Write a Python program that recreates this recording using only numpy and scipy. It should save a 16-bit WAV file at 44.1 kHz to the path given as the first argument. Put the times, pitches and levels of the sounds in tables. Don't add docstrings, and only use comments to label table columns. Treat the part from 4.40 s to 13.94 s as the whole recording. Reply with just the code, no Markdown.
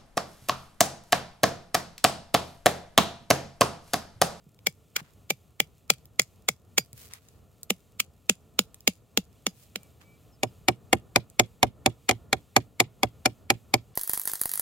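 import sys
import numpy as np
from scipy import signal
from scipy.fft import rfft, irfft
from scipy.io import wavfile
from scipy.ndimage import uniform_filter1d

SR = 44100
rng = np.random.default_rng(int(sys.argv[2]) if len(sys.argv) > 2 else 0)


def store_pcm(level_fs):
    pcm = np.round(np.clip(level_fs, -1, 1) * 32767).astype(np.int16)
    wavfile.write(sys.argv[1], SR, np.atleast_2d(pcm).T)


N = 420713
SIZE, LEAD = 16384, 1024
AGE_S = (np.arange(SIZE) - LEAD) / SR
SIDES = np.array([[1], [-1]])
PRESS_S, ON_LOG_S = 2.9, 5.7

# freq_hz, left_lead_rad
BEACH_PHASE = [(100, 0), (900, .3), (1700, 2), (2400, -1), (3100, -5), (3700, -4.8), (4300, -2.8),
               (6000, -2.8), (7600, -6.2), (11500, -3.8), (13500, -2.5), (15000, -.8)]


def beach_chop(bite_ms, pole_hz, thud_db, low_db, high_db, haft_db, crack_db, treble_db):
    # freq_hz, gain_db
    bark = [(300, -13.5), (950, -11), (1300, -0.5), (1800, -5.5), (2500, 5.5), (4000, 1.5), (5200, -2),
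            (6200, 0.5), (9000, -7), (12500, -10.5), (15000, -5.5), (16000, -12)]
    # freq_hz, level_db, t60_s, left_minus_right_db
    low_modes = [(268, -8, 0.013, -0.5), (388, -3.5, 0.033, -1), (472, 2, 0.035, 4.5)]
    high_modes = [(584, -1, 0.041, -2.5), (694, -8, 0.01, 5.5), (794, 3.5, .02, 11.5)]
    crack = bite(bark, bite_ms, haft_db, crack_db, treble_db, rise=.7, fall=.34)
    crack = stereo_phase(crack, BEACH_PHASE)
    low = knock(low_modes, low_db, push_s=-.0011, rebound_s=.0027, rebound_gain=.21)
    high = knock(high_modes, high_db - 2, push_s=-.00072, rebound_s=.0014, rebound_gain=.43)
    swing = thud(pole_hz, t60_s=7.5 / pole_hz, swell_s=7.4 / pole_hz, ground_gain=.2,
                 glide=308 / pole_hz - 1, glide_s=1.45 / pole_hz)
    direct = crack + low + high
    stones = scatter(direct, t60_s=.1, db=-26, delay_s=.0057, lo_hz=1400, hi_hz=14900)
    shore = scatter(direct, t60_s=.35, db=-44.5, delay_s=.018, lo_hz=4000, hi_hz=12000)
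    return direct + burst(swing, thud_db + .5) + stones + shore + chips(crack_db - 28.5)


def log_chop(bite_ms, pole_hz, thud_db, low_db, high_db, haft_db, crack_db, treble_db):
    # freq_hz, gain_db
    bare_wood = [(300, -11.5), (900, 0), (1200, 0), (1700, -5.5), (2500, 6), (4000, 1.5), (6000, -3.5),
                 (8500, -0.5), (10500, -9.5), (12500, -10.5), (15000, -17), (16000, -20)]
    # freq_hz, left_lead_rad
    log_phase = [(100, 0), (1300, .3), (1900, .6), (2200, 2), (2800, 1.6), (3200, -.5), (4100, -.8),
                 (4700, .8), (6000, -2), (7000, -4), (9000, -2), (11500, -1), (14000, .5)]
    # freq_hz, level_db, t60_s, left_minus_right_db
    low_modes = [(249.3, -4, .07, 4.5), (284, -5, 0.051, 2.5), (358, -0.5, .065, -6),
                 (433, 3.5, 0.039, 8.5)]
    high_modes = [(612, -3, 0.05, 0), (744, 0.5, 0.031, -2), (751.3, 2.5, 0.035, -2), (866, -11, 0.006, 0)]
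    crack = bite(bare_wood, bite_ms, haft_db, crack_db, treble_db, rise=.59, fall=.67)
    crack = stereo_phase(crack, log_phase)
    low = knock(low_modes, low_db + 2, push_s=-.00023, rebound_s=.002925, rebound_gain=.97)
    high = knock(high_modes, high_db - .3, push_s=-.00085, rebound_s=.005332, rebound_gain=.99)
    crunch = band(rng.standard_normal((2, SIZE)) * (fade(.05) - fade(.008)), 380, 950, order=2)
    swing = thud(pole_hz, t60_s=.14, swell_s=.05, ground_gain=.65, glide=1.5, glide_s=.003)
    swing = burst(swing, thud_db - 5) * undb(SIDES * -1.9)
    direct = crack + low + high + burst(crunch, high_db - 8)
    trunk = scatter(direct, t60_s=.035, db=-20.5, delay_s=.0022, lo_hz=500, hi_hz=2940)
    outward = colour(direct, [(1950, 0), (2320, -8), (2700, 0)])
    brush = scatter(outward, t60_s=.063, db=-31, delay_s=.007, lo_hz=300, hi_hz=12000)
    echo = scatter(outward, t60_s=.12, db=-42, delay_s=.036, lo_hz=2200, hi_hz=3976)
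    return direct + swing + trunk + brush + echo + chips(crack_db - 35)


def share_out(bite_ms, crack_db, knock_db, hold):
    pole_hz, thud_db, low_db, high_db, haft_db, treble_db = hold
    torn_db = 1.4 * np.log2(bite_ms / 1.8)
    return (pole_hz, knock_db + thud_db, knock_db + low_db, knock_db + high_db,
            crack_db + haft_db, crack_db, crack_db + treble_db + torn_db)


def bite(spectrum, bite_ms, haft_db, crack_db, treble_db, rise, fall):
    # freq_hz, level_db, t60_s, left_minus_right_db
    blade_modes = [(2780, -2, .01, 4), (3330, -3, .009, -2), (4500, -6, .012, -4), (5250, -1, .011, 8),
                   (6790, 3, .022, -8), (7130, 0, .016, 4), (9530, -2, .016, -7), (11550, 1, .012, -7),
                   (14400, 1, .007, -6)]
    haft_modes = [(2320, 0, .012, 7), (2480, -6, .009, -3)]
    depth = AGE_S * 1000 / bite_ms
    envelope = np.exp(-np.where(depth < 0, np.abs(depth / rise) ** 1.2, np.abs(depth / fall)))
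    envelope += .2 * np.exp(-np.abs(AGE_S) / np.where(AGE_S < 0, .0022, .003))
    envelope *= np.interp(depth, [-3, -1.2, -.8], [.55, .7, 1])
    snaps = grit(SIZE, spread_db=1.5) + .93 * rng.standard_normal((2, SIZE))
    force = colour(envelope * snaps, spectrum)
    blade = 0
    for hz, db, t60_s, pan_db in blade_modes:
        gain = undb(db + SIDES * pan_db / 2) * 2 * np.log(1000) / (t60_s * SR)
        blade += gain * fade(t60_s) * np.cos(2 * np.pi * hz * AGE_S)
    cut = force + through(force, blade)
    crack = colour(cut, [(6500, 0), (7500, -6), (9000, -40)])
    treble = (cut - crack) * undb(SIDES * -1.5)
    haft = through(force, ringing(haft_modes, spread_db=2, detune=.026))
    return burst(crack, crack_db) + burst(haft, haft_db + 3.5) + burst(treble, treble_db)


def knock(modes, db, push_s, rebound_s, rebound_gain):
    kick_s = push_s + rebound_s * (1 + .072 * rng.standard_normal())
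    force = sum(gain * np.exp(-.5 * ((AGE_S - at_s) / .00008) ** 2)
                for at_s, gain in [(push_s, 1), (kick_s, rebound_gain)])
    pole = through(force, ringing(modes, spread_db=1.2, detune=.02))
    return burst(band(pole, 210, 1100, order=2), db)


def thud(pole_hz, t60_s, swell_s, ground_gain, glide=.49, glide_s=.0067):
    envelope = fade(t60_s) - fade(swell_s)
    pitch_hz = pole_hz * (1 + glide * np.exp(-np.maximum(AGE_S, 0) / glide_s))
    swing = np.sin(2 * np.pi * np.cumsum(pitch_hz * (AGE_S >= 0)) / SR)
    ground = level(band(stereo_noise(SIZE, width=.5), 33, 200, order=2), 0)
    return band(envelope * (swing + ground_gain * ground), 70, 900, order=3)


def ping(db):
    # freq_hz, level_db, t60_s, left_minus_right_db
    modes = [(4840, 0, .11, -3), (6850, 0, .055, -6), (14500, 0, .05, -6)]
    return burst(ringing(modes, spread_db=1, detune=.001), db)


def chips(db, count=8):
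    drops = np.zeros(SIZE)
    for lateness, smallness in rng.random((count, 2)):
        delay_s = .012 + .07 * lateness ** 2
        drops[LEAD + int(delay_s * SR)] += undb(-10 * smallness - 18 * lateness)
    click = band(rng.standard_normal((2, SIZE)) * fade(.007), 4500, 12000, order=1)
    return through(burst(click, db - 2), drops)


def tick(db, hz):
    click = rng.standard_normal(SIZE) * (fade(.0038) - fade(.0027))
    ring = band(click, hz / 1.15, hz * 1.15, order=1)
    sound = ring + .5 * band(click, .25 * hz, 16000, order=2)
    sound = stereo_phase(sound * undb(db + 2) / np.abs(sound).max(), BEACH_PHASE)
    return sound + scatter(sound, t60_s=.08, db=-17.5, delay_s=.003, lo_hz=1500, hi_hz=14000)


def scrape(length_s, db, tilt_db_per_octave):
    grains = band(grit((2, SIZE), spread_db=10.5), 1100, 19400, order=2)
    grains = colour(grains, [(1000, 0), (16000, 4 * tilt_db_per_octave)])
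    return level(grains, db) * np.sin(np.pi * np.clip(AGE_S / length_s, 0, 1))


def sand(rate_hz=18, db=-58, spread_db=6):
    falls = (rng.random(N) < rate_hz / SR) & (np.arange(N) < ON_LOG_S * SR)
    grain_db = db + spread_db * np.minimum(rng.standard_normal((2, N)), 2)
    click = band(rng.standard_normal(SIZE) * fade(.009), 5000, 12000, order=1)[LEAD:]
    return signal.fftconvolve(falls * undb(grain_db), click[None], axes=-1)[:, :N]


def bird(length_s, start_hz, end_hz, db):
    progress = np.clip(AGE_S / length_s, 0, 1)
    waver = .005 * level(band(rng.standard_normal(SIZE), 20, 90, order=1), 0)
    pitch_hz = (start_hz + (end_hz - start_hz) * progress) * (1 + waver)
    phase_rad = 2 * np.pi * np.cumsum(pitch_hz) / SR + .5 * SIDES
    return undb(db) * np.sin(np.pi * progress) * np.sin(phase_rad)


def air():
    # freq_hz, density_db
    rumble_spectrum = [(21, -35.5), (35, -2), (93, 3), (364, -14.5), (443, -10.5), (549, -16.5),
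                       (669, -15.5), (946, -25), (1010, -23), (1410, -23.5), (1580, -37.5), (1800, -28.5),
                       (2340, -61), (3960, -120)]
    hiss_spectrum = [(900, -31), (1600, -10), (2500, 2.5), (4000, -1), (5500, -5), (7000, 0), (10000, -5),
                     (14000, -2), (16000, -8)]
    time_s = np.arange(N) / SR
    blend_s = (4.7, 6.4)
    swell_db = 5 * np.exp(-((time_s - 5.45) / .56) ** 2)
    rumble_db = np.interp(time_s, blend_s, (-59, -55))
    hiss_db = np.interp(time_s, blend_s, (-73, -71)) + swell_db
    rumble = level(colour(stereo_noise(N, width=.35), rumble_spectrum), 0)
    rumble = band(rumble, 55, 4000, order=3)
    hiss = level(colour(stereo_noise(N, width=.09), hiss_spectrum), 0)
    return rumble * undb(rumble_db + 2.2 * walk(14)) + hiss * undb(hiss_db + 2.1 * walk(14))


def ringing(modes, spread_db, detune):
    response = 0
    for hz, db, t60_s, pan_db in modes:
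        gain = undb(db + spread_db * rng.standard_normal() + SIDES * pan_db / 2)
        pitch_hz = hz * (1 + detune * rng.standard_normal())
        response += gain * fade(t60_s) * np.sin(2 * np.pi * pitch_hz * AGE_S)
    return response


def scatter(sound, t60_s, db, delay_s, lo_hz, hi_hz):
    response = band(rng.standard_normal((2, SIZE)), lo_hz, hi_hz, order=1) * fade(t60_s, delay_s)
    return through(sound, response * undb(db) / np.sqrt(np.sum(response ** 2) / 2))


def grit(shape, spread_db):
    return rng.standard_normal(shape) * undb(spread_db * rng.standard_normal(shape))


def stereo_noise(size, width):
    return rng.standard_normal(size) + width * SIDES * rng.standard_normal(size)


def walk(rate_hz):
    hold = int(SR / rate_hz)
    steps = np.repeat(rng.standard_normal(N // hold + 1), hold)
    return uniform_filter1d(uniform_filter1d(steps, hold), hold)[:N]


def undb(db):
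    return 10 ** (np.asarray(db) / 20)


def level(x, db):
    return x * undb(db) / np.sqrt(np.mean(x ** 2))


def burst(x, db):
    return x * undb(db) / np.sqrt(np.mean(np.sum(x ** 2, axis=-1)) / (SR / 50))


def fade(t60_s, delay_s=0):
    return (AGE_S >= delay_s) * undb(-60 * np.maximum(AGE_S - delay_s, 0) / t60_s)


def band(x, lo_hz, hi_hz, order):
    sos = signal.butter(order, [lo_hz, min(hi_hz, SR / 2 - 100)], "band", fs=SR, output="sos")
    return signal.sosfilt(sos, x)


def per_bin(table, size):
    hz, value = np.transpose(table)
    return np.interp(np.log(np.fft.rfftfreq(size, 1 / SR) + 1), np.log(np.abs(hz) + 1), value)


def colour(x, table):
    return irfft(rfft(x) * undb(per_bin(table, x.shape[-1])), x.shape[-1])


def stereo_phase(x, table):
    return irfft(rfft(x) * np.exp(.5j * SIDES * per_bin(table, SIZE)))


def through(x, response):
    return signal.fftconvolve(np.atleast_2d(x), np.atleast_2d(response), axes=-1)[:, LEAD:LEAD + SIZE]


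def add(out, contact_s, sound):
    start = int(contact_s * SR) - LEAD
    lo, hi = max(start, 0), min(start + SIZE, N)
    out[:, lo:hi] += sound[:, lo - start:hi - start]


def scene():
    # start_s, bite_ms, crack_db, knock_db
    blows = [(0.2703, 4.4, -23, -37.5), (0.5662, 5.4, -25.5, -50.5), (0.9065, 5.5, -24.5, -36),
             (1.2029, 1.9, -19.5, -36.5), (1.5038, 3.2, -17.5, -33.5), (1.797, 2, -18, -37),
             (2.0889, 3.9, -21.5, -36), (2.3827, 4.55, -18, -34.5), (3.3058, 4.4, -23.5, -33.5),
             (3.603, 5.2, -23, -54.5), (3.8971, 1.33, -18, -32.5), (4.192, 1.8, -18.5, -33.5),
             (4.478, 3.05, -18, -31.5), (4.7755, 1.9, -20.5, -31), (5.0677, 1.36, -24.5, -36.5),
             (5.3593, 1.2, -32, -48), (6.0337, 2.5, -25.5, -29.5), (6.2853, 3, -19.5, -23.5),
             (6.5311, 2.24, -17.5, -24), (6.761, 1.2, -17.5, -24.5), (6.9973, 2.65, -16.5, -23.5),
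             (7.2308, 2, -18.5, -22.5), (7.462, 1.54, -19.5, -23.5), (7.693, 4.3, -20, -26),
             (7.712, 1.2, -28, -35), (7.9304, 2.1, -21, -30.5), (8.1656, 2.5, -17, -23),
             (8.403, 3.85, -17.5, -26), (8.6331, 1.7, -22, -26), (8.859, 4.05, -20, -26.5),
             (9.1037, 2.76, -18, -26.5), (9.3409, 2.44, -19, -24.5)]
    # pole_hz, thud_db, low_db, high_db (re knock), haft_db, treble_db (re crack)
    loose = (113, -4.5, -0.5, 2, -6.5, -7.5)
    pressed = (171, 2, 0, -3, -17.5, -6.5)
    on_log = (115, -0.5, -1, 3, -5.5, -10)
    # start_s, level_db
    pings = [(2.383, -33), (5.068, -48)]
    # start_s, level_db, pitch_hz
    ticks = [(0.19, -47, 2840), (1.5366, -33, 2600), (1.6552, -37, 13700), (1.8184, -20.5, 6740),
             (2.5301, -33, 14200), (2.7358, -25, 6270), (2.886, -42, 7060), (3.2317, -24.5, 13000),
             (4.344, -32.5, 9000), (4.406, -35, 14700), (5.4323, -38.5, 12660), (6.9, -37.5, 12800)]
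    # start_s, level_db, pitch_hz
    bumps = [(0.065, -52.5, 133), (0.614, -46, 143), (2.53, -49.5, 109)]
    # start_s, length_s, level_db, tilt_db_per_octave
    scrapes = [(0.558, 0.058, -42, -6.5), (0.597, 0.14, -65, -7), (2.539, 0.17, -49, 0.5),
               (2.689, 0.11, -52.5, -4), (2.76, 0.26, -66.5, -1), (5.123, 0.17, -58.5, 1),
               (5.595, 0.056, -58, -6)]
    # start_s, length_s, start_hz, end_hz, level_db
    birds = [(5.36, .14, 2380, 2300, -68), (5.62, .17, 2290, 2350, -63), (5.915, .055, 5400, 4900, -67),
             (6.055, .05, 5250, 4900, -67)]
    out = air() + sand()
    for start_s, bite_ms, crack_db, knock_db in blows:
        if start_s < ON_LOG_S:
            parts = share_out(bite_ms, crack_db, knock_db, loose if start_s < PRESS_S else pressed)
            add(out, start_s, beach_chop(bite_ms, *parts) + ping(crack_db - 33))
        else:
            parts = share_out(bite_ms, crack_db, knock_db, on_log)
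            add(out, start_s, log_chop(bite_ms, *parts))
    for start_s, db in pings:
        add(out, start_s, ping(db))
    for start_s, db, hz in ticks:
        add(out, start_s, tick(db, hz))
    for start_s, db, hz in bumps:
        add(out, start_s, burst(thud(hz, t60_s=.09, swell_s=.0068, ground_gain=.47), db))
    for start_s, *stroke in scrapes:
        add(out, start_s, scrape(*stroke))
    for start_s, *note in birds:
        add(out, start_s, bird(*note))
    return out


def record(dry):
    lowpass = signal.ellip(8, .2, 80, 15800, fs=SR, output="sos")
    return signal.sosfilt(lowpass, np.clip(dry, -1, 1))


dry = scene()
out = record(dry)
store_pcm(out)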